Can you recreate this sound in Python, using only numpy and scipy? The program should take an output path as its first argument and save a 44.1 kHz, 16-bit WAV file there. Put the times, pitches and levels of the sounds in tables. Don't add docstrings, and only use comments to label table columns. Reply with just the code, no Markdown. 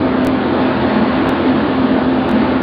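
import sys
import numpy as np
from scipy import signal
from scipy.io import wavfile
from scipy.ndimage import uniform_filter1d

SR = 44100
rng = np.random.default_rng(int(sys.argv[2]) if len(sys.argv) > 2 else 0)


def magnitude_from_level(level_db):
    exponent = np.asarray(level_db, float) / 20
    return 10 ** exponent


def unload_audio(sound):
    columns = np.transpose(np.atleast_2d(sound))
    steps = np.round(np.clip(columns, -1, 1) * 32767)
    wavfile.write(sys.argv[1], SR, steps.astype(np.int16))


N = 115542
T = np.arange(N) / SR

# order (multiple of the crank cycle), relative level_db
CRANK_ORDERS = [(1, -27.5), (2, -10.5), (3, -9.5), (4, -19), (5, -5.5), (6, 4), (7, -8.5), (8, -5),
                (9, -10.5), (10, -13.5), (11, -11), (12, -13), (13, -17), (14, -11), (15, -8), (16, -18.5),
                (17, -26.5), (18, -13), (19, -25.5), (20, -17), (20.5, -16), (21, -19.5), (22, -29.5),
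                (23, -32.5), (24, -22), (25, -14), (26, -15.5), (27, -36.5), (28, -18.5), (29, -23.5),
                (30, -21), (31, -33), (32, -24), (33, -19.5), (34, -19.5), (35, -24), (41, -23.5),
                (47, -27)]
# start_s, cycle_hz
CRANK_SPEED = [(0, 42.98), (.3, 43.2), (.5, 42.9), (.8, 42.61), (1.1, 42.89), (1.5, 42.93), (1.85, 43.26),
               (2.15, 43.04), (2.4, 42.88), (2.62, 42.96)]
# start_s, drone load_db, exhaust boom_db, cowling ring_db
ENGINE_EFFORT = [(0.0, -25.5, -36.5, -34.5), (0.05, -17, -34, -28), (0.11, -18.5, -36.5, -36),
                 (0.14, -20, -23, -36.5), (0.25, -15, -28, -23), (0.35, -19, -35, -41.5),
                 (0.38, -19.5, -23.5, -30), (0.45, -24.5, -24.5, -33), (0.48, -28.5, -21, -30.5),
                 (0.64, -15.5, -27, -26), (0.76, -23.5, -20, -28), (0.93, -23, -26, -24.5),
                 (0.99, -22.5, -19, -36.5), (1.02, -27, -13, -34.5), (1.15, -18.5, -37, -32),
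                 (1.2, -23, -20, -31.5), (1.28, -29.5, -26.5, -31), (1.43, -21, -20.5, -37),
                 (1.47, -19, -33.5, -37.5), (1.5, -10, -27, -28), (1.55, -19.5, -39.5, -35.5),
                 (1.58, -23, -31, -34), (1.78, -17.5, -27, -37.5), (1.82, -17, -15, -26),
                 (1.85, -10.5, -31, -32.5), (1.87, -19, -18, -39), (1.93, -12.5, -19, -25.5),
                 (2.01, -21, -25.5, -24.5), (2.09, -14.5, -15.5, -31), (2.19, -16, -28, -38),
                 (2.29, -34.5, -34, -35), (2.33, -23.5, -12.5, -32), (2.58, -18, -32, -34.5),
                 (2.62, -23, -39.5, -35)]
# pitch_hz, relative density_db
ROAR_COLOUR = [(24, -60), (40, -27.5), (76, -11.5), (161, -10.5), (200, -3.5), (258, 1.5), (296, -2),
               (339, -0.5), (407, -7), (551, -8.5), (642, -9.5), (703, -10.5), (882, -12.5), (952, -19),
               (1500, -34), (1950, -46), (3300, -120)]
# pitch_hz, relative density_db
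RUSH_COLOUR = [(530, -31), (900, -7), (954, -5), (1170, -7), (1330, -7), (1460, -8.5), (1750, -9),
               (1900, -12.5), (2500, -15.5), (3560, -18.5), (4500, -25.5), (5170, -41.5), (6720, -84),
               (11400, -120)]
# start_s, level_db
SPRAY_STRENGTH = [(0.0, -29.5), (0.04, -24.5), (0.48, -25), (0.61, -21.5), (1.46, -21.5), (1.48, -19),
                  (1.55, -26.5), (1.56, -23), (1.88, -22.5), (2.09, -25.5), (2.41, -22), (2.62, -24)]
# pitch_hz, share
SWELL_SHARE = [(200, .1), (450, 0.28), (800, 0.88), (1500, 0.82), (3000, 0.79), (5000, 0.73)]
# pitch_hz, level_db (rms before its waver)
LOW_HUM = [(70, -43)]
# start_s, jump (share of full scale)
CAMERA_SKIPS = [(.24898, .25), (.27064, -.55), (1.27063, .02), (1.29232, -.33), (2.29231, .14),
                (2.31399, -.14)]

LOAD_HZ, LOAD_OCTAVES = 258, 0.15
BOOM_HZ, BOOM_OCTAVES = 218, 0.12
COWL_HZ, COWL_OCTAVES = 648, 0.08
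DRONE_DB = -0.5
WAVER_DB, WAVER_RISE_DB, WAVER_HZ = 0.13, 0.5, 13
JITTER_RAD, DRIFT_RAD, JITTER_HZ = 0.04, 0.4, 14
BOOM_DB, BOOM_WIDTH_HZ = -3.5, 25
FIRINGS = 2
ROAR_DB, ROAR_PUFF = -17, 0.18
RUSH_DB, RUSH_PUFF = -25, 0.069
LOW_CUT_HZ, CEILING, FADE_IN_S, MIC_TOP_HZ = 55.5, 1.2, 0.003, 5750
SETTLE_S, THUMP_S, THUMP_SHARE = 0.0016, 0.0054, 0.064


def evened(x):
    return x / np.sqrt(np.mean(x ** 2) + 1e-20)


def slow(hz):
    coarse = T[::256]
    sines = [np.sin(2 * np.pi * (f * coarse + rng.random())) / np.sqrt(f)
             for f in np.geomspace(0.4, hz, num=16)]
    return np.interp(T, coarse, evened(sum(sines)))


def swell(hz, t):
    start_s, level_db = np.transpose(SPRAY_STRENGTH)
    pitch_hz, share = np.transpose(SWELL_SHARE)
    reach = np.interp(np.log(hz + 1), np.log(pitch_hz), share)
    return np.multiply.outer(reach, np.interp(t, start_s, level_db - level_db.mean()))


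def noise(colour, patchy_db):
    hz = np.fft.rfftfreq(2048, 1 / SR)
    pitch_hz, density_db = np.transpose(colour)
    real, imaginary, patches = rng.standard_normal((N // 512 + 5, 1025, 3)).T
    patches = uniform_filter1d(patches, size=16, axis=0)
    patches = evened(uniform_filter1d(patches, size=8, axis=1))
    colour_db = np.interp(np.log(hz + 1), np.log(pitch_hz + 1), density_db)[:, None]
    frame_s = np.arange(real.shape[1]) * 512 / SR
    level = magnitude_from_level(colour_db + patchy_db * patches + swell(hz, frame_s))
    sound = signal.istft((real + 1j * imaginary) * level, nperseg=2048, noverlap=1536)[1]
    return evened(sound[:N])


def drone(angle, controls_db):
    centres_hz = np.array([LOAD_HZ, BOOM_HZ, COWL_HZ])
    widths = [LOAD_OCTAVES, BOOM_OCTAVES, COWL_OCTAVES]
    swing_db = controls_db - controls_db.mean(axis=1, keepdims=True)
    load_db = controls_db[0].mean()
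    out = 0
    for order, db in CRANK_ORDERS:
        hz = order * CRANK_SPEED[0][1]
        shares = np.exp(-(np.log2(hz / centres_hz) / widths) ** 2)
        free_db = (WAVER_DB + WAVER_RISE_DB * np.log2(order)) * slow(WAVER_HZ) + swell(hz, T)
        level = magnitude_from_level(db + load_db + shares @ swing_db + (1 - shares.max()) * free_db)
        wander = (order * JITTER_RAD + DRIFT_RAD) * slow(JITTER_HZ)
        out = out + level * np.cos(order * angle + wander + 2 * np.pi * rng.random())
    return magnitude_from_level(DRONE_DB) * out


def boom(boom_db):
    b, a = signal.iirpeak(BOOM_HZ, BOOM_HZ / BOOM_WIDTH_HZ, fs=SR)
    ringing = signal.lfilter(b, a, signal.lfilter(b, a, rng.standard_normal(N)))
    return magnitude_from_level(BOOM_DB + boom_db) * evened(ringing)


def roar(puff):
    return magnitude_from_level(ROAR_DB) * noise(ROAR_COLOUR, patchy_db=1.1) * (1 + ROAR_PUFF * puff)


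def rush(puff):
    return magnitude_from_level(RUSH_DB) * noise(RUSH_COLOUR, patchy_db=1.33) * (1 + RUSH_PUFF * puff)


def hum():
    out = 0
    for hz, db in LOW_HUM:
        level = np.sqrt(2) * magnitude_from_level(db + 2.5 * slow(6))
        out = out + level * np.sin(2 * np.pi * hz * T + 0.5 * slow(2.8))
    return out


def scene():
    start_s, *columns = np.transpose(ENGINE_EFFORT)
    controls_db = np.array([np.interp(T, start_s, column) for column in columns])
    cycle_hz = np.interp(T, *np.transpose(CRANK_SPEED))
    angle = 2 * np.pi * np.cumsum(cycle_hz) / SR
    puff = np.cos(FIRINGS * angle)
    noises = roar(puff) + rush(puff)
    tones = drone(angle, controls_db) + boom(controls_db[1]) + hum()
    return (tones + noises)[None]


def skips():
    out = 0
    for start_s, jump in CAMERA_SKIPS:
        since_s = T - start_s
        step = 0.5 * np.sign(since_s + 1e-9) * np.exp(-abs(since_s) / SETTLE_S)
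        thump = THUMP_SHARE * np.exp(-(since_s / THUMP_S) ** 2)
        out = out + jump * (step + thump)
    return out


def low_pass(x):
    return signal.sosfilt(signal.butter(12, 15830, fs=SR, output="sos"), x)


def record(dry):
    low_cut = signal.butter(3, LOW_CUT_HZ, "high", fs=SR, output="sos")
    x = signal.sosfilt(low_cut, dry)
    x = CEILING * np.tanh(x / CEILING)
    x = x * np.sin(np.pi / 2 * np.minimum(T / FADE_IN_S, 1)) ** 2
    dull = signal.firwin(401, MIC_TOP_HZ, window=("kaiser", 10), fs=SR)
    x = signal.oaconvolve(x, dull[None], "same")
    return low_pass(x + skips())


dry = scene()
out = record(dry)
unload_audio(out)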